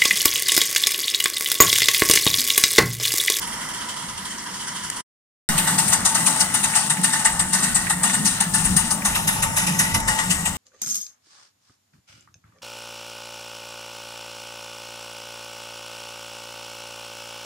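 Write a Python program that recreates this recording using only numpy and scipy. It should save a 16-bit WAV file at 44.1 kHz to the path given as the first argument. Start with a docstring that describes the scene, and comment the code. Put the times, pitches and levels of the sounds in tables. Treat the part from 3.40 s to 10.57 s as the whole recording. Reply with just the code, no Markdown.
"""Exhaust steam of a miniature gas-fired steam locomotive chuffs four to a wheel turn in a limping beat: noise
in ranges, gated by steam flow. First it is far off along a hedge, then, after a silent cut, at the driver's
seat. The burner roars as noise ringing the flue's pipe modes, under broad roar and leak hiss; wheels and wind
rumble as low noise; water spits and small knocks come now and then as short noise bursts. The hand-held stereo
pickup turns near the end."""
import sys
import numpy as np
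from scipy import signal
from scipy.fft import rfft, irfft, next_fast_len
from scipy.io import wavfile
from scipy.ndimage import uniform_filter1d, map_coordinates

SR = 44100
rng = np.random.default_rng(int(sys.argv[2]) if len(sys.argv) > 2 else 0)


def store_wav(level_fs):
    """Save 16-bit WAV to argv[1]."""
    pcm = np.round(np.clip(np.atleast_2d(level_fs), -1, 1) * 32767)
    wavfile.write(sys.argv[1], SR, pcm.T.astype(np.int16))


N = 316197
T = np.arange(N) / SR
CUT_START_S, CUT_END_S = 1.607, 2.089  # silence between far and near
SPLIT = int(1.85 * SR)  # sample where far settings give way to near ones
TOP_HZ = 16000

# all dB in the tables are relative: the layers add gains of their own
# exhaust beats, strokes in turn: (time [s], upper hiss [dB], lower hiss [dB], upper jet [dB], lower jet [dB],
# upper thud [dB], lower thud [dB], after-blow against the usual of its stroke [dB], logistic rise constant [ms])
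BEATS = [(0.0175, -18, -12, -20, -18.5, -33.5, -30.5, 2, 4.3),
         (0.072, -16, -21.5, -29, -28, -44.5, -46.5, -2.5, 4.4),
         (0.129, -22, -24.5, -23, -25, -35, -39, -4, 3), (0.209, -24, -27, -32, -26, -33.5, -35, 0, 2.7),
         (0.288, -20, -22, -31, -23, -38, -45, 0, 3), (0.340, -21, -19, -26, -33, -33.5, -36, 0.5, 4.2),
         (0.412, -25, -28, -24, -27.5, -28, -42, -4, 4), (0.488, -21.5, -21, -21, -19, -41, -46, 1, 2.3),
         (0.565, -27.5, -27.5, -29, -26, -44, -30, 0.5, 3), (0.627, -35, -32, -34, -29, -34, -27, -6, 3),
         (0.688, -25.5, -27, -26, -19, -39.5, -39, -1, 3), (0.775, -21, -25, -25.5, -19, -41, -29, -3, 2.5),
         (0.852, -27, -24.5, -27, -24, -38, -34, -0.5, 2.7), (0.908, -27, -24, -28, -26, -44, -41, -0.5, 3),
         (0.982, -30, -26, -20, -26, -41, -31, -1, 4), (1.060, -36, -31.5, -29, -32, -34, -32, -1, 3),
         (1.139, -31, -32.5, -24, -26, -43, -32, 0, 3), (1.198, -30, -32.5, -32.5, -25, -41.5, -45, 1, 3.3),
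         (1.272, -23, -26, -22, -32, -31, -32, 4, 5.9), (1.355, -28, -31, -27, -27, -35.5, -40, 4.5, 3),
         (1.438, -23, -19, -25, -31, -34, -33, 0, 4), (1.512, -38, -36, -35, -36, -47, -48, 0, 3),
         (1.565, -21, -26, -25, -26, -38.5, -30, 1.5, 3),
         (2.071, -7.5, -3, -1.5, -13.5, -10.5, -17.5, 2, 1.8), (2.180, -4, 0, -2.5, -1, -19, -19, -5, 2.6),
         (2.276, -9, -2, -4, -13, -12, -13, 0, 4), (2.383, -6.5, -1, -3, -10, -22, -22, 0.5, 2.2),
         (2.526, -1.5, -1, 0, -4, -15, -15.5, 6, 3.7), (2.653, -1, -3, -1, -6, -20, -13, 0, 2.1),
         (2.751, -2.5, -16, 0, -9, -17.5, -11.5, -0.5, 3.2), (2.865, -2, -6, -3, -3.5, -23, -15.5, 0, 2.7),
         (3.006, -0.5, -3, -1, -5, -17, -14, 6, 3.8), (3.1427, 0, -8, -6, -9, -16, -18, 0, 2.5),
         (3.241, -4, -10, -6, -6, -16, -14, 1, 4.7), (3.3556, -3, -4, -4, -6, -16, -13, 0.5, 3.3),
         (3.500, -4, -3, -6, -5.5, -15, -14, 6, 2.1), (3.638, -3, -2, -5, -6, -15.5, -21, 1, 3.1),
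         (3.735, -7, -1, -3, -9, -12.5, -14, 0.5, 7.1), (3.851, -5, 2.5, -5, -7, -14.5, -14.5, -2, 2.9),
         (3.994, -6.5, 0, -7, -6, -16, -17, 0, 1.4), (4.133, -6.5, -7, -5, -10, -20.5, -19.5, 2, 3.5),
         (4.239, -8, 0, -3, -10, -16.5, -22, 0, 6.4), (4.352, -8, 2, -8, -8.5, -21, -16.5, -1.5, 3.6),
         (4.499, -6, 0, -5.5, -6, -14, -14.5, -5, 1.7), (4.633, -10, -2.5, -11, -13.5, -23, -19.5, 3, 2),
         (4.743, -6, -3.5, -7, -8, -18, -21, -1.5, 6.2), (4.858, -5, -6, -1.5, -7.5, -23, -19, 0.5, 4.7),
         (5.004, -3.5, -7.5, -2.5, -4, -17.5, -16.5, 3, 1.6), (5.141, -5.5, -9.5, -10, -16, -21, -22, 2, 3),
         (5.254, -2.5, -8.5, -7, -13, -20, -20, -1, 5.6), (5.366, 2, -10, -6, -10, -18, -18, 0.5, 1.8),
         (5.508, 0, -16, -4, -13, -21, -16.5, -10, 2), (5.652, 0.5, -21, -3.5, -7, -19, -20, -0.5, 3),
         (5.757, -3.5, -18, -6, 1.5, -19, -15, -1.5, 4.3),
         (5.876, -5.5, -3, -6.5, -9, -15.5, -24, 0.5, 2.5), (6.025, -6.5, -2, -6.5, -3, -16, -15.5, 5, 2.4),
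         (6.168, -4, -6, -7, -8.5, -21, -18, 2, 3), (6.272, -4, -2, -4.5, -5, -23, -31, -1, 5.2),
         (6.392, 1, -6, -6, -8, -18, -17.5, 0.5, 2.2), (6.544, -3.5, -3.5, -4, -3.5, -17.5, -14, -2, 1.7),
         (6.680, -11, -13, -8, -12, -13, -17, 1.5, 3.3),
         (6.790, -15, -9.5, -12, -1.5, -16, -13.5, -0.5, 4.5),
         (6.905, -3, -6, -6, -4, -18.5, -22, -0.5, 3.3), (7.0568, -4.5, -6, -6, -2.5, -19, -17, 0, 2.3)]
# the four strokes of a wheel turn: (near after-blow [dB], far after-blow [dB], hiss fall constant [ms])
STROKES = [(-13, -27, 11.7), (-14, -25.5, 8.6), (-13.5, -30.5, 14.5), (-35.5, -31, 21.9)]
# water spat from the exhaust, and a few dull knocks (4.467, 4.697, 5.6194 s) of the same shape: (time [s],
# bright level [dB], dull level [dB], fall constant [ms])
SPITS_AND_KNOCKS = [(1.5003, 4.5, -18, 1.9), (2.305, -14, -30, 3), (2.4792, -9.5, -28.5, 34),
                    (2.605, -22, -33, 8), (2.96, -11, -28, 4.3), (3.3353, -29, -18, 9.8), (3.569, -18, -23, 13),
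                    (3.6144, -7, -29, 3), (3.7944, -17, -28, 6.4), (4.467, -33, -18.5, 9.8),
                    (4.697, -22, -16.5, 8), (5.6194, -27, -24, 8.5), (6.601, -8, -32, 4.4)]
# level of the top treble of the steam: (time [s], level [dB])
TREBLE_LEVEL = [(0, 0), (1.6, -2), (2.1, 4.5), (2.6, -0.5), (3.5, 1), (4.2, 1.5), (5, 1), (5.6, -1.5),
                (5.9, 5), (6.3, -1), (6.7, 0.5), (7.17, -2)]
# noise colours: (frequency [Hz], density [dB])
FAR_STEAM = [(290, -50), (500, -18), (784, -18.5), (988, 20), (1140, 8), (2040, -4), (2360, -34.5),
             (3150, -8.5), (3860, -24.5), (4660, -15.5), (7530, -4.5), (9490, -21.5), (11500, -33),
             (14500, -35.5), (16000, -55.5)]
NEAR_STEAM = [(290, -43), (500, -26.5), (893, -7), (1020, -9.5), (1160, -1.5), (1640, -6.5), (1840, -1),
              (2290, -5), (2890, -19), (3250, -23), (5390, -23.5), (8830, 4), (11000, -6), (15300, -19.5),
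              (16000, -35)]
FAR_ROAR = [(53, -31), (90, -18.5), (192, -4), (606, -17), (769, -15), (977, -5.5), (1110, -12.5),
            (2000, 3.5), (2530, -21), (3150, -20), (4170, -18), (5650, -12.5), (9510, -27), (14000, -36.5),
            (16000, -60)]
NEAR_ROAR = [(53, -41), (90, 4), (176, 10.5), (448, -21.5), (804, -10.5), (876, -18), (998, -8), (1190, -5),
             (1640, -12), (1950, -9.5), (2230, -15), (3290, -25.5), (9310, -15), (14700, -18), (16000, -28)]
RUMBLE_COLOUR = [(15, -22), (30, -3), (60, -4.5), (110, -1), (160, -15.5)]
# flue pipe modes: (frequency [Hz], nominal width [Hz], level against the drive [dB])
FAR_FLUE = [(183, 61, -6), (959, 76, -10), (1925, 300, -8), (3120, 570, -6)]
NEAR_FLUE = [(178.4, 47.3, 0), (890.5, 52, -6), (1461, 51, -10), (1850, 85, -9), (2810, 82, -15.5),
             (3712, 210, -18)]
# burner: (time [s], roar [dB], leak hiss [dB])
FIRE_LEVEL = [(0, -35, -46.5), (0.5, -36.5, -52), (0.75, -37, -50), (1.15, -37, -52), (1.6, -38, -51.5),
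              (2.05, -25, -29.5), (2.55, -29.5, -37), (2.7, -30.5, -38), (2.8, -26, -31.5), (3.2, -30, -39),
              (3.65, -31, -39), (4.25, -31.5, -40), (5.2, -32, -37), (5.55, -32, -40), (5.8, -31.5, -40),
              (6.3, -30, -38), (6.7, -31.5, -46), (7.17, -33, -40)]
# wheels and wind: (time [s], level [dB])
RUMBLE_LEVEL = [(0, -51), (0.6, -50), (1.0, -52.5), (1.6, -54.5), (2.05, -30.5), (2.37, -54), (2.52, -39),
                (2.75, -47.5), (3.26, -47), (3.69, -62), (3.95, -32.5), (4.22, -44), (4.35, -34.5),
                (4.65, -49), (5.2, -37), (5.32, -30.5), (5.58, -46), (5.7, -34.5), (6.18, -37), (6.35, -47),
                (6.63, -28), (6.79, -41), (6.88, -36), (7.17, -38)]
# flame drive on the lowest flue mode, far list then near list: (time [s], level [dB])
LOW_MODE_DRIVE = [
    [(0.0, -43.5), (0.078, -53), (0.11, -38), (0.144, -53), (0.254, -38), (0.44, -55), (0.738, -37.5),
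     (0.764, -54), (0.8, -43), (0.958, -41.5), (1.1, -52), (1.16, -33.5), (1.192, -49.5), (1.324, -48.5),
     (1.358, -35), (1.39, -54), (1.43, -48), (1.464, -55), (1.49, -51), (1.58, -53)],
    [(2.11, -26.5), (2.29, -41), (2.31, -29.5), (2.73, -37), (2.78, -30), (2.88, -36), (3.47, -34.5),
     (3.52, -26.5), (3.56, -39), (3.6, -26), (3.67, -33.5), (3.85, -36), (4.05, -31.5), (4.33, -31),
     (4.5, -34), (4.83, -28.5), (4.95, -35.5), (5.05, -31.5), (5.2, -32), (5.37, -28.5), (5.39, -43),
     (5.44, -33.5), (5.75, -32), (5.95, -34), (6.26, -32), (6.29, -26), (6.77, -36.5), (6.88, -30),
     (7.03, -36.5), (7.16, -31)],
]
# flame drive on the second flue mode: (time [s], level [dB])
SECOND_MODE_DRIVE = [(0, -37), (0.46, -36.5), (0.74, -41), (1.27, -37), (1.6, -44), (2.05, -28.5),
                     (2.3, -27), (2.56, -31), (2.83, -30.5), (3.16, -36), (3.5, -28), (3.68, -32),
                     (3.97, -28.5), (4.32, -43), (4.55, -35), (4.7, -24), (4.8, -39), (4.94, -41),
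                     (5.15, -32), (5.5, -34.5), (5.8, -27), (6.1, -29.5), (6.4, -33), (6.75, -26.5),
                     (6.9, -40), (7.17, -37)]
# flue mode near 1.9 kHz: (time [s], pitch [Hz], level over the other high modes [dB])
KNOCK_MODE = [(0, 1925, 0), (1.6, 1925, 0), (2.1, 1930, 0), (3.3, 1931, -3), (3.65, 1813, 3.5),
              (4.3, 1798, 2.5), (4.5, 1850, 5), (4.7, 1804, 5.5), (5.1, 1814, 1), (5.5, 1886, -2),
              (6.0, 1837, -2), (6.55, 1930, 8.5), (6.7, 1865, 4), (7.17, 1914, -1)]
# hand and pickup shading each port, one list per grip: (frequency [Hz], left [dB], right [dB])
GRIPS = [
    [(500, -1.5, -0.5), (850, -3, 2), (1240, 1.5, 1.5), (1940, -3.5, -1.5), (2380, -2, 5.5), (3000, -3, 4),
     (3800, 1.5, 3), (4600, 6.5, 4), (5630, 1, 4), (6700, -1.5, -2.5), (7540, -4.5, -6), (8600, 2, -1),
     (9720, 1, 9), (12000, -1, 1.5)],
    [(455, 2, 3.5), (800, 3, -1.5), (1200, -6.5, -4.5), (2020, -7, 1), (2630, 2, -6), (3065, 6, 5.5),
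     (4340, -7, 5.5), (4670, 5, 3.5), (5690, 7, -5.5), (6980, 0.5, 1), (7560, -0.5, -6), (8020, 4.5, -5.5),
     (9580, 5, -4.5), (10800, -6, -4), (12500, -4.5, -3.5)],
    [(517, 6, 3.5), (896, 3.5, -7), (1240, -8.5, -2.5), (1820, -0.5, -6), (2650, 6.5, -2), (3100, 3, 6),
     (3930, 6, -2), (4440, -6, 0), (5300, 7, 7), (6500, 3.5, -2.5), (7500, 1.5, -8), (8840, -6, -5.5),
     (9470, 0, 1), (9960, 2.5, 2.5), (10700, 0, -1), (11900, 1.5, -4), (13200, -3, -6)],
    [(480, 5.5, 8), (830, 3, -2.5), (1470, -9, -5.5), (1930, 2.5, -6.5), (2470, 0, -8), (3000, 7.5, 5.5),
     (3800, 2, -1.5), (4650, 0, 3.5), (5500, 2.5, 6), (6460, 3.5, -4), (7900, 4.5, -3), (8750, 2.5, -9),
     (9800, -8, -2), (12000, -2, -3.5)],
]
# turning in the hand: (time [s], grip number, lag of the left port [samples], left minus right [dB])
TURN = [(0, 0, 2.5, -0.5), (1.7, 0, 2.5, 1), (1.9, 1, -3, -1.5), (3, 1, -5, 0), (4.5, 1, -4.5, -1),
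        (5.4, 1, -6, 1.5), (5.6, 1.3, -5.5, 0.5), (5.95, 2, -8.5, -1), (6.55, 2, -7, -1),
        (6.7, 2.9, -8.5, 0), (7.17, 3, -6, 0.5)]

JET_FAR_DB, JET_NEAR_DB = -15, -19  # jet flow
THUD_TRAIL_DB = -11, -11  # after-blow of the thud against that of the hiss, far and near
THUD_SLOW = 1.19  # fall time of the thud over that of the hiss
TRAIL_FOLLOWS = 0.22  # dB of after-blow per dB of beat over the usual
PATCHY_DB, GRAIN_DB = 1.18, 1  # slow and fast swell of each steam range
WANDER_SHARE = 0.02796, 0.007, 0.02  # pitch drift of low, second and higher flue modes with gas heat


def undb(db):
    """Decibels to amplitude."""
    return 10 ** (np.asarray(db) / 20)


def curves(table):
    """Columns of a time table as sample curves."""
    s, *columns = np.transpose(table)
    return [np.interp(T, s, c) for c in columns]


def walk(rate_hz):
    """Random levels held 1 / rate s, smoothed twice; spread near 1."""
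    k = int(SR / rate_hz)
    held = np.repeat(rng.standard_normal(N // k + 1), k)
    return 1.5 * uniform_filter1d(uniform_filter1d(held, k), k)[:N]


def shots(far, near):
    """Far value before the split, near value after it."""
    return np.where(np.arange(N) < SPLIT, far, near)


def noise(colour, lo_hz, hi_hz, count):
    """Three unrelated noises of one colour between two band edges, rms 1."""
    size = next_fast_len(count, True)
    hz = np.arange(size // 2 + 1) * SR / size + 1
    at_hz, level_db = np.transpose(colour)
    shape = undb(np.interp(np.log(hz), np.log(at_hz), level_db))
    shape = shape / np.sqrt((1 + (lo_hz / hz) ** 24) * (1 + (hz / hi_hz) ** 24))
    spectrum = rng.standard_normal((3, len(hz))) + 1j * rng.standard_normal((3, len(hz)))
    x = irfft(shape * spectrum, size)[:, :count]
    return x / np.sqrt(np.mean(x ** 2))


def share(three, alike):
    """Weight rows by power: common to both ports, left alone, right alone."""
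    alike = np.clip(alike, 0, 1)
    return three * np.sqrt([[alike], [1 - alike], [1 - alike]])


def band(far, near, lo_hz, hi_hz, alike):
    """One noise range in the far colour, then the near one."""
    parts = [noise(far, lo_hz, hi_hz, SPLIT), noise(near, lo_hz, hi_hz, N - SPLIT)]
    return share(np.hstack(parts), alike)


def flue(modes, drives, knock):
    """Noise rings each pipe mode; each drifts and flickers alone, low ones reach both ports more alike."""
    out = 0
    for hz, width_hz, db in modes:
        order = int(hz > 400) + int(hz > 1200)  # lowest, second, higher
        drive, pitch = drives[order], 1
        if 1600 < hz < 2200:
            drive, pitch = drive * undb(knock[1]), knock[0] / hz
        count = len(drive)
        size = count + SR // 2
        b, a = signal.iirpeak(hz, hz / width_hz / 1.18, SR)
        ring = signal.lfilter(b, a, signal.lfilter(b, a, rng.standard_normal((3, size))))
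        read = np.cumsum(pitch + WANDER_SHARE[order] * walk(6)[:count])  # faster reading sounds higher
        ring = np.array([np.interp(read, np.arange(size), row) for row in ring])
        ring = ring / np.sqrt(np.mean(ring ** 2)) * undb(db + 1.22 * walk(16)[:count])
        out = out + share(ring, .97 - 0.12 * np.log(hz / 150)) * drive
    return out


def burner(draught_hi, draught_lo):
    """Flame rings the flue's low modes, roar and exhaust draught its high ones; broad roar and leak hiss join."""
    roar_db, leak_db = curves(FIRE_LEVEL)
    low_db, = curves(list(LOW_MODE_DRIVE[0]) + list(LOW_MODE_DRIVE[1]))
    second_db, = curves(SECOND_MODE_DRIVE)
    drives = np.array([undb(low_db + 1.4 * walk(9)),
                       undb(second_db) + 0.3 * draught_lo,
                       0.37 * undb(roar_db) + 0.77 * draught_hi])
    knock = np.array(curves(KNOCK_MODE))
    out = np.hstack([flue(FAR_FLUE, drives[:, :SPLIT], knock[:, :SPLIT]),
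                     flue(NEAR_FLUE, drives[:, SPLIT:], knock[:, SPLIT:])])
    for lo_hz, hi_hz, db, alike in [
            (89.5, 234, -10.0, 0.91), (228.3, 410, -12.5, 0.72), (438, 1320, -4.5, 0.29),
            (1270, 2320, -3.5, 0.64), (2530, 4700, -12.5, 0.33), (5100, 8100, -8.5, 0.17),
            (7270, 9500, -2.0, 0.14)]:
        flicker_db = 1.78 * shots(0.68, 0.96) * walk(15)
        out = out + band(FAR_ROAR, NEAR_ROAR, lo_hz, hi_hz, alike) * undb(roar_db + db + flicker_db)
    leak = band(FAR_ROAR, NEAR_ROAR, 10200, 17000, .3) * undb(leak_db + 1.1 * walk(36))
    return out + leak


def wheels_and_wind():
    """Low noise of unsteady level."""
    level_db = curves(RUMBLE_LEVEL)[0] + 1.9 * walk(12) + 0.78 * walk(4.3)
    return band(RUMBLE_COLOUR, RUMBLE_COLOUR, 18, 220, 0.83) * undb(level_db)


def blast(column, late_ms, blow_s, shut_s, trail_db=(0, 0), slow=1):
    """Steam flow: the port opens fast, pressure drops, an after-blow trails until the valve shuts."""
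    env, lead = np.zeros(N), 600
    far_usual_db = np.median([r[column] for r in BEATS if r[0] < CUT_START_S])
    near_usual_db = np.median([r[column] for r in BEATS if r[0] >= CUT_START_S])
    next_s = [r[0] for r in BEATS[1:]] + [N / SR + 1]
    for k, (row, after_s) in enumerate(zip(BEATS, next_s)):
        near_db, far_db, fall_ms = STROKES[k % len(STROKES)]
        a = max(int(row[0] * SR) - lead, 0)
        far = a < SPLIT
        count = int(min(after_s - row[0], .3) * SR)
        ms = 1000 * (T[a:a + count] - row[0]) - late_ms
        run = np.clip(ms, 0, None)
        rise = 1 / (1 + np.exp(-ms / row[-1]))
        over_db = np.clip(row[column] - (far_usual_db if far else near_usual_db), -8, 8)
        after_db = far_db + trail_db[0] if far else near_db + trail_db[1]
        trail = undb(after_db + row[-2] + TRAIL_FOLLOWS * over_db) * np.exp(-run / 1000 / blow_s)
        drop = undb(row[column]) * np.exp(-run / fall_ms / slow) + trail
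        shut = 0.58 + 0.18 * np.clip((ms[-1] - ms) / 1000 / shut_s, 0, 1)
        env[a:a + len(ms)] = rise * drop * shut + env[a - 1] * (1 - rise)
    return env


def steam(lo_hz, hi_hz, alike):
    """One range of turbulent steam with quick flicker."""
    flicker_db = 1.27 * walk(90) + 0.21 * walk(30)
    return band(FAR_STEAM, NEAR_STEAM, lo_hz, hi_hz, alike) * undb(flicker_db)


def patchy():
    """Swell of one range: colour differs from puff to puff, droplets clump within a puff."""
    return undb(PATCHY_DB * walk(18) + GRAIN_DB * walk(200))


def exhaust(draught_hi, draught_lo):
    """Steam noise range by range: air, hiss and jet follow the port, the later thud the chimney draught."""
    bright_spit, dull_spit = spits(column=1), spits(column=2)
    hiss_hi, hiss_lo = [undb(-8.5) * blast(column=c, late_ms=.3, blow_s=0.13, shut_s=0.0082)
                        + undb(-13.0) * bright_spit for c in (1, 2)]
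    jet_gain = undb(4) * shots(undb(JET_FAR_DB), undb(JET_NEAR_DB))
    jet_hi, jet_lo = [jet_gain * blast(column=c, late_ms=.3, blow_s=0.14, shut_s=0.0088)
                      + undb(-24.0) * bright_spit for c in (3, 4)]
    air = steam(11660, 17000, 0.48) * hiss_hi ** 0.81 * shots(undb(-23.5), undb(-14.5))
    air = air + undb(-21.5) * steam(10600, 11900, .5) * hiss_hi
    air = air * undb(curves(TREBLE_LEVEL)[0])
    hiss = undb(-3.0) * steam(8820, 10600, 0.42) * patchy() ** 0.6 * hiss_hi
    hiss = hiss + undb(-3.0) * steam(7070, 8120, .52) * patchy() ** 0.61 * hiss_lo
    upper = undb(-5.5) * steam(4330, 5760, 0.21) * patchy()
    upper = upper + undb(-2.5) * steam(6160, 6460, 0.67) * patchy()
    lower = undb(-7.5) * steam(2590, 3220, 0.38) * patchy()
    lower = lower + undb(-9.5) * steam(3500, 4120, 0.44) * patchy()
    thud = undb(-5.5) * steam(590, 1315, 0.65) * patchy() * draught_lo
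    thud = thud + undb(-5.0) * steam(1426, 2030, 0.84) * patchy() * draught_hi
    dull_burst = band(FAR_STEAM, NEAR_STEAM, 1500, 3040, 0.58) * dull_spit
    return air + hiss + upper * jet_hi + lower * jet_lo + thud + dull_burst


def spits(column):
    """Flow of water spits and small knocks: short bursts with a fast rise and exponential fall."""
    env, ms = np.zeros(N), 1000 * T[:2000]
    for row in SPITS_AND_KNOCKS:
        a = int(row[0] * SR)
        env[a:a + len(ms)] += undb(row[column]) * (1 - np.exp(-ms / 0.9)) * np.exp(-ms / row[3])
    return env


def thump():
    """Low thump as the near sound starts: a step decaying to zero."""
    return -.05 * (T >= CUT_END_S) * np.exp(-np.clip(T - CUT_END_S, 0, 1) / 0.067)


def shade(dry):
    """Each grip colours the two ports its own way; one blends into the next as the pickup turns."""
    grip, _, pan_db = curves(TURN)
    size = next_fast_len(N, True)
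    hz = np.arange(size // 2 + 1) * SR / size + 1
    spectrum, out = rfft(dry, size), 0
    for k, table in enumerate(GRIPS):
        at_hz, *sides_db = np.transpose([(250, 0, 0)] + list(table))  # flat below 250 Hz
        gain = undb([np.interp(np.log(hz), np.log(at_hz), db) for db in sides_db])
        out = out + np.clip(1 - abs(grip - k), 0, 1) * irfft(spectrum * gain, size)[:, :N]
    return out * undb(np.array([pan_db, -pan_db]) / 2)


def scene():
    """Burner, rumble and exhaust at two ports; the common sound reaches them a few samples apart."""
    draught_hi, draught_lo = [blast(column=c, late_ms=2.8, blow_s=0.13, shut_s=0.011,
                                    trail_db=THUD_TRAIL_DB, slow=THUD_SLOW) for c in (5, 6)]
    fire = burner(draught_hi, draught_lo)
    common, left, right = fire + wheels_and_wind() + exhaust(draught_hi, draught_lo)
    lagged = map_coordinates(common, [np.arange(N) - curves(TURN)[1]], order=3, mode="nearest")
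    return np.array([lagged + left, common + right])


def record(dry):
    """Far sound ends within a few ms, near sound starts at once with a thump; peaks round off, the top is cut."""
    far_gate = np.where(T < CUT_START_S, 1, np.exp(-np.clip(T - CUT_START_S, 0, 1) / 0.0039))
    heard = shade(dry) * (far_gate + (T >= CUT_END_S)) + thump()
    heard = heard / (1 + abs(heard) ** 6) ** (1 / 6)
    return signal.sosfilt(signal.ellip(10, .2, 80, TOP_HZ, fs=SR, output="sos"), heard)


dry = scene()
out = record(dry)
store_wav(out)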